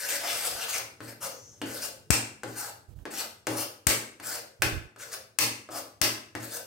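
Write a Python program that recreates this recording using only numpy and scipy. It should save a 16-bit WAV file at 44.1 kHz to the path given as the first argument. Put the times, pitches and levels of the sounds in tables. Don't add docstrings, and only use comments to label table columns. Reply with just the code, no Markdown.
import sys
import numpy as np
from scipy import signal
from scipy.fft import rfft, irfft
from scipy.io import wavfile
from scipy.ndimage import uniform_filter1d, minimum_filter1d

SR = 44100
rng = np.random.default_rng(int(sys.argv[2]) if len(sys.argv) > 2 else 0)


def inscribe(sig):
    pcm = np.round(np.clip(np.atleast_2d(sig).T, -1, 1) * 32767)
    wavfile.write(sys.argv[1], SR, pcm.astype(np.int16))


N = 293706
TIME = np.arange(N) / SR

# start_s, level_db, cushion_db_per_octave, low_ring_hz, high_ring_hz, ring_db, left_minus_right_db
SPOON_BLOWS = [(1.0048, 12.5, 6.5, 1580, 4400, 5, 5), (1.6161, 16.5, 5, 293, 3220, 11, 2),
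               (2.1050, 24.5, 1.39, 2590, 7700, 7.2, 12.5), (2.4338, 16.5, 5.5, 1490, 7850, 7, 4.5),
               (3.0536, 17.5, 6.5, 1850, 3640, 3, 1.5), (3.4693, 21.5, 4.0, 315, 6960, 4.4, 5),
               (3.8689, 25, 0.5, 2320, 7900, 3.7, 16.5), (4.1995, 7, 4.5, 1280, 1600, 2, 1),
               (4.6207, 22.5, 2, 1610, 2670, 7.6, -3.5), (4.9611, -0.5, 5, 1300, 1540, 6, 3),
               (5.3874, 20.5, -0.37, 2620, 5930, 6.6, 12), (5.6893, 8, 7, 700, 1270, 13, 2),
               (6.0155, 22, 0.3, 2680, 4850, 5.2, 12), (6.3513, 19, 5.5, 358, 1950, 6.9, 4.5)]
# frequency_hz, level_db
BARE_STEEL = [(40, -22.5), (120, -1), (180, -7), (320, 1.5), (500, -5.5), (1400, -4), (2650, -2.5),
              (3700, -5), (4700, -3), (10000, -5.5), (16000, -7.5)]
def blows(chatter_s=0.0036, cushion_from_hz=374, mode_spread=0.44, mode_share=0.84, ring_width=0.24):
    out, t = np.zeros((1, N)), np.arange(4096) / SR
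    for start, db, cushion, low_hz, high_hz, ring_db, _ in SPOON_BLOWS:
        weights = mode_share * np.maximum(1 + mode_spread * rng.standard_normal(len(PAN_MODES)), 0)
        chatter = rfft(rng.standard_normal(len(t)) * np.exp(-(t / chatter_s) ** 1.38))
        chatter /= np.sqrt(uniform_filter1d(abs(chatter) ** 2, size=14))
        burst = irfft(chatter) * (t < .02)

        def tone_db(hz):
            paste_loss = cushion * np.log2(np.maximum(hz / cushion_from_hz, 1))
            ring = ring_db * sum(peak(hz / f, 0.96, ring_width) for f in (low_hz, high_hz))
            return db + read(BARE_STEEL, hz) - paste_loss + pan_db(hz, weights) + ring
        add(out, start, colour(burst[None], tone_db))
    return out


# pitch_hz, width_hz, level_db
PAN_MODES = [(530, 182, 6.5), (837, 180, 5), (1270, 52, 4), (1526, 36, 7), (1685, 49, 7), (2020, 100, 3.5),
             (2404, 18, -1), (2700, 11, -2), (2770, 93, 5.5), (2700, 27, 2.5), (3563, 46, 6.5),
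             (4460, 160, 6.5), (5490, 570, 8.5), (5570, 123, -19.5), (6100, 25, -4), (6600, 42, 0.5),
             (7350, 250, -3.5), (8530, 1000, 4.5), (12020, 220, 7)]
def pan_db(hz, weights):
    return sum(w * db * peak(hz, f, width) for w, (f, width, db) in zip(weights, PAN_MODES)) - 1.5


# frequency_hz, level_db
SCRAPE_SPECTRUM = [(20, -30), (60, -18), (150, -12.5), (330, -8.5), (650, -6.5), (1030, -10.5),
                   (1450, -8.5), (2200, -9.5), (2900, -12), (3700, -15), (4800, -11), (8500, -14.5),
                   (10500, -16), (13000, -14.5), (16000, -18.5)]
def friction(slips_per_s=5000, spread_db=1.5, patch_db=2.5, judder_db=0.5):
    slipping = rng.random(N) < slips_per_s / SR
    size = np.minimum(rng.exponential(1, N), 5)
    slips = slipping * amp(spread_db * size) * rng.choice([-1, 1], N)
    judder = unit(uniform_filter1d(uniform_filter1d(rng.standard_normal(N), 400), 200))
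    grain = unit(unit(slips) + .5 * rng.standard_normal(N))
    steps = TIME[::64]
    pressure, bright_db, rasp_db = stirring(steps)
    drive = grain * np.interp(TIME, steps, pressure) * amp(judder_db * judder)
    hz, t, bands = signal.stft(drive, SR, nperseg=1024)
    hz = hz[:, None]
    patches = uniform_filter1d(rng.standard_normal(bands.shape), 20, axis=0)
    patches = unit(uniform_filter1d(patches, 4, axis=1))
    treble = read([(1800, 0.041), (4500, 0.62)], hz) * np.interp(t, steps, bright_db)
    rasp = read([(1600, 0.047), (2500, 0.84), (3500, 0.88), (4800, 0.14)], hz)
    rasp = rasp * np.interp(t, steps, rasp_db)
    bands *= amp(treble + rasp + spoon_bowl_db(hz, t) + patch_db * patches)
    scrape = signal.istft(bands, SR)[1][None, :N]
    return amp(10.5) * colour(scrape, lambda f: read(SCRAPE_SPECTRUM, f) + pan_db(f, [.75] * len(PAN_MODES)))


# start_s, length_s, pressure_db, low_bowl_hz, high_bowl_hz
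PASTE_DRAGS = [(-0.03, 0.36, -39, 530, 1680), (0.22, 0.45, -39.5, 702, 1320),
               (0.672, 0.075, -45, 604, 1390), (1.008, 0.12, -50.5, 533, 1590),
               (1.198, 0.12, -44.5, 540, 1230), (1.31, 0.35, -66, 540, 1220),
               (1.645, 0.24, -42.5, 587, 1520), (2.546, 0.15, -42.5, 824, 1470),
               (3.096, 0.16, -43, 730, 1410), (3.485, 0.16, -41.5, 620, 1190),
               (4.216, 0.18, -42.5, 610, 1550), (4.973, 0.2, -50.5, 523, 1460),
               (5.698, 0.11, -43, 700, 1210), (6.385, 0.23, -48, 543, 1580)]
# start_s, length_s, pressure_db, bright_db, rasp_db
EDGE_BITES = [(-0.015, 0.087, -49, 20, 17), (0.073, 0.039, -44, 25.5, 20.5), (0.103, 0.058, -40, 20, 8.5),
              (0.19, 0.07, -53, 5, 25), (0.254, 0.056, -42, 12.5, 21), (0.3, 0.14, -42.5, 17, 10.5),
              (0.429, 0.052, -41, 24, 8), (0.486, 0.16, -51, 21, 11), (0.59, 0.055, -40.5, 0, 18),
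              (0.67, 0.044, -43, 19, 16), (0.712, 0.054, -34.5, 9.5, 11.5), (0.763, 0.02, -33.5, 19, -12),
              (1.063, 0.043, -44.5, 4.5, 2.5), (1.206, 0.065, -35, 8, -2), (1.723, 0.059, -47.5, 18, 7),
              (1.806, 0.053, -41.5, 18.5, 6.5), (2.457, 0.14, -54, 13.5, 2), (2.559, 0.051, -47, 23.5, -7),
              (2.605, 0.064, -48, 18, -13), (3.113, 0.11, -45, 6, 12.5), (3.16, 0.05, -38.5, 16, 1),
              (3.555, 0.073, -40, 22.5, -2), (4.24, 0.12, -45, 21, -4.5), (4.986, 0.052, -47, 9.5, 10.5),
              (5.109, 0.037, -38.5, 14, 2), (5.733, 0.054, -38.5, 11, -6), (6.409, 0.042, -48, 16.5, 6),
              (6.5, 0.077, -45, 21, -2)]
def stirring(t):
    contacts = []
    for start, length, db, *_ in PASTE_DRAGS:
        pressure = amp(db) * push(t, start, length, attack_s=0.024, release_s=0.016, sag_db_per_s=8)
        contacts.append([pressure, pressure * amp(7), pressure * amp(1)])
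    for start, length, db, bright_db, rasp_db in EDGE_BITES:
        pressure = amp(db) * push(t, start, length, attack_s=0.029, release_s=0.0097, sag_db_per_s=11)
        contacts.append([pressure, pressure * amp(bright_db), pressure * amp(rasp_db)])
    power, treble, rasp = np.square(contacts).sum(axis=0) + 1e-12
    return np.sqrt(power), 10 * np.log10(treble / power), 10 * np.log10(rasp / power)


def spoon_bowl_db(hz, t, lift_db=9, width=0.39):
    starts, _, _, *centres = np.transpose(PASTE_DRAGS)
    return lift_db * sum(peak(hz / latest(starts, centre, t), 0.97, width) for centre in centres)


def push(t, start_s, length_s, attack_s, release_s, sag_db_per_s):
    age = t - start_s
    ramp = np.clip(age / attack_s, 0, 1) * np.clip(1 - (age - length_s) / release_s, 0, 1)
    return np.sin(np.pi / 2 * ramp) ** 2 * amp(-sag_db_per_s * np.clip(age, 0, length_s))


# start_s, level_db
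PAN_TICKS = [(0.092, -3), (0.683, -1), (0.797, 1.5), (2.989, -19)]
def ticks(decay_s=0.0013):
    out, t = np.zeros((1, N)), np.arange(4096) / SR
    spectrum = [(200, -8), (1200, -0.5), (8000, -22), (16000, -24)]
    for start, db in PAN_TICKS:
        click = rng.standard_normal((1, len(t))) * np.exp(-t / decay_s)
        add(out, start, colour(click / np.linalg.norm(click), lambda hz: db + read(spectrum, hz)))
    return out


def thin_hiss(centre_hz=6100, width_hz=1200, level_db=-52):
    hiss = colour(rng.standard_normal((1, N)), lambda hz: 20 * np.log10(peak(hz, centre_hz, width_hz)))
    swell = push(TIME, start_s=1.295, length_s=0.23, attack_s=0.034, release_s=0.06, sag_db_per_s=20)
    return unit(hiss) * amp(level_db) * swell


def kitchen(x, direct_db, side_db, turns_per_s=.9, places=4):
    direct_tone = [(300, -9), (700, -5.5), (1500, 2.5), (4000, -3.5), (7500, 5.5), (14000, 3.5)]
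    direct = colour(x, lambda hz: direct_db + read(direct_tone, hz))[0]
    out = np.array([np.roll(direct, 1) * amp(side_db / 2), direct * amp(-side_db / 2)])
    booms = standing_waves()
    for place in range(places):
        away = (TIME * turns_per_s * places - place + places / 2) % places - places / 2
        share = np.cos(np.pi / 2 * np.clip(away, -1, 1))
        out += signal.oaconvolve(x * share, reflections() + booms, axes=1)[:, :N]
    return out


# frequency_hz, t60_s
TILE_DECAY = [(100, 0.53), (300, 0.69), (700, 0.46), (1400, 0.49), (2600, 0.46), (4600, 0.4), (8000, 0.4),
              (14000, 0.32)]
def reflections(spacing_m=0.18, build_s=0.0017, bass_db=-4, hold_s=0.0061):
    t = np.arange(SR) / SR
    density = np.minimum(.3 + 6 * t, 1)
    echoes = rng.standard_normal((2, SR)) * (rng.random((2, SR)) < density) / np.sqrt(density)
    hz, when, (left, right) = signal.stft(echoes, SR, nperseg=256)
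    hz = hz[:, None]
    coherence = np.sinc(2 * hz * spacing_m / 343)
    bands = np.array([left, coherence * left + np.sqrt(1 - coherence ** 2) * right])
    t60 = read(TILE_DECAY, hz)
    fall_db = -60 * (np.hypot(when, hold_s) - hold_s) / t60
    bands *= amp(fall_db + read([(300, bass_db), (600, 0)], hz)) / np.sqrt(t60)
    tail = signal.istft(bands, SR)[1][:, :SR] * np.clip((t - .003) / build_s, 0, 1)
    return tail * amp(-2.5) * sides(1.9) / np.linalg.norm(tail, axis=1, keepdims=True)


# pitch_hz, t60_s, level_db, right_microphone_lag_rad
ROOM_MODES = [(115.5, 0.31, 6.5, 0.27), (218.6, 0.41, 2, 0.22), (266.5, 0.34, -0.5, 0.26),
              (314.3, 0.23, 2, 0.47)]
def standing_waves():
    t, out = np.arange(SR) / SR, np.zeros((2, SR))
    for hz, t60, db, lag in ROOM_MODES:
        rate = np.log(1000) / t60
        swell = 2 * rate ** 2 / SR * t * np.exp(-rate * t)
        out += amp(db) * swell * np.sin(2 * np.pi * hz * t - np.array([[0], [lag]]))
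    return sides(0.88) * out


# start_s, level_db, final_pitch_hz
MICROPHONE_JOLTS = [(2.1035, -2.5, 57.5), (3.868, -6.5, 55), (6.014, -18, 46)]
def thumps(decay_s=0.0097, start_hz=210, settle_s=0.004):
    out, t = np.zeros((2, N)), np.arange(SR // 4) / SR
    envelope = np.exp(-t / decay_s) * (1 - np.exp(-t / 0.00026))
    for start, db, final_hz in MICROPHONE_JOLTS:
        cycles = np.cumsum(final_hz + (start_hz - final_hz) * np.exp(-t / settle_s)) / SR
        add(out, start, amp([[db], [db - 23]]) * np.sin(2 * np.pi * cycles) * envelope)
    return out


# start_s, length_s, level_db
AIR_PUFFS = [(0.506, 0.066, -52), (2.877, 0.074, -41), (2.944, 0.11, -39.5), (4.59, 0.06, -43),
             (4.632, 0.05, -31), (4.713, 0.083, -30), (4.763, 0.12, -42.5)]
def puffs():
    out = np.zeros((2, N))
    spectrum = [(20, -11), (55, 2), (110, -3), (200, -20), (500, -28), (2000, -48)]
    wind = colour(rng.standard_normal((1, N)), lambda hz: read(spectrum, hz))[0]
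    for start, length, db in AIR_PUFFS:
        gust = unit(wind[round(start * SR):][:round(length * SR)])
        add(out, start, amp([[db - 20], [db]]) * gust * signal.windows.tukey(len(gust), .5))
    return out


# frequency_hz, level_db
ROOM_TONE_SPECTRUM = [(20, -24), (60, 14.5), (110, 25.5), (200, 11), (500, 10.5), (1200, -73), (3000, -9.5),
                      (6000, -10), (16000, -16.5)]
# time_s, level_db
ROOM_TONE_SWELL = [(0, 1), (.9, 5), (1.6, 8), (2.8, 5), (3.4, 0), (4.3, -1.5), (5.3, -0.5), (6.66, 4)]
def room_tone(level_db=-68):
    noise = rng.standard_normal((2, N))
    rumble = colour(noise + noise[::-1] / 2, lambda hz: read(ROOM_TONE_SPECTRUM, hz))
    return amp(level_db + np.interp(TIME, *np.transpose(ROOM_TONE_SWELL))) * unit(rumble)


def amp(db):
    return 10 ** (np.asarray(db) / 20)


def unit(x):
    return x / np.sqrt(np.mean(x ** 2) + 1e-20)


def read(points, hz):
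    f, value = np.transpose(points)
    return np.interp(np.log(hz + 1), np.log(f), value)


def peak(hz, centre, width):
    return 1 / (1 + (2 * (hz - centre) / width) ** 2)


def sides(db):
    return amp(np.array([[db], [-db]]) / 2)


def add(mix, start_s, sound):
    part = mix[:, max(round(start_s * SR), 0):][:, :sound.shape[-1]]
    part += sound[..., :part.shape[-1]]


def colour(x, db):
    log_gain = np.log(amp(db(abs(np.fft.fftfreq(4096, 1 / SR)))))
    taps = np.fft.ifft(np.exp(np.conj(signal.hilbert(log_gain)))).real
    return signal.oaconvolve(x, taps[None], axes=1)[:, :x.shape[1]]


def latest(starts, values, t, lead_s=.005):
    return np.asarray(values)[np.maximum(np.searchsorted(starts, t + lead_s) - 1, 0)]


def scene():
    starts, *_, side_db = np.transpose(SPOON_BLOWS)
    knocks = kitchen(blows() + ticks(), direct_db=-6.5, side_db=latest(starts, side_db, TIME))
    scrapes = kitchen(friction() + thin_hiss(), direct_db=-3.5, side_db=4.0)
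    return knocks + scrapes + thumps() + puffs() + room_tone()


def record(dry, ceiling=0.79, recover_db_per_s=260, bass_cut_hz=36, treble_cut_hz=15900):
    dry = signal.sosfilt(signal.butter(2, bass_cut_hz, "highpass", fs=SR, output="sos"), dry)
    over_db = np.maximum(20 * np.log10(abs(dry).max(0) / ceiling + 1e-9), 0)
    recovery_db = TIME * recover_db_per_s
    held_db = np.maximum.accumulate(over_db + recovery_db) - recovery_db
    gain = uniform_filter1d(minimum_filter1d(amp(-held_db), size=41), size=41)
    lowpass = signal.firwin(511, treble_cut_hz, window=("kaiser", 9), fs=SR)
    return signal.oaconvolve(dry * gain, lowpass[None], "same", axes=1)


dry = scene()
out = record(dry)
inscribe(out)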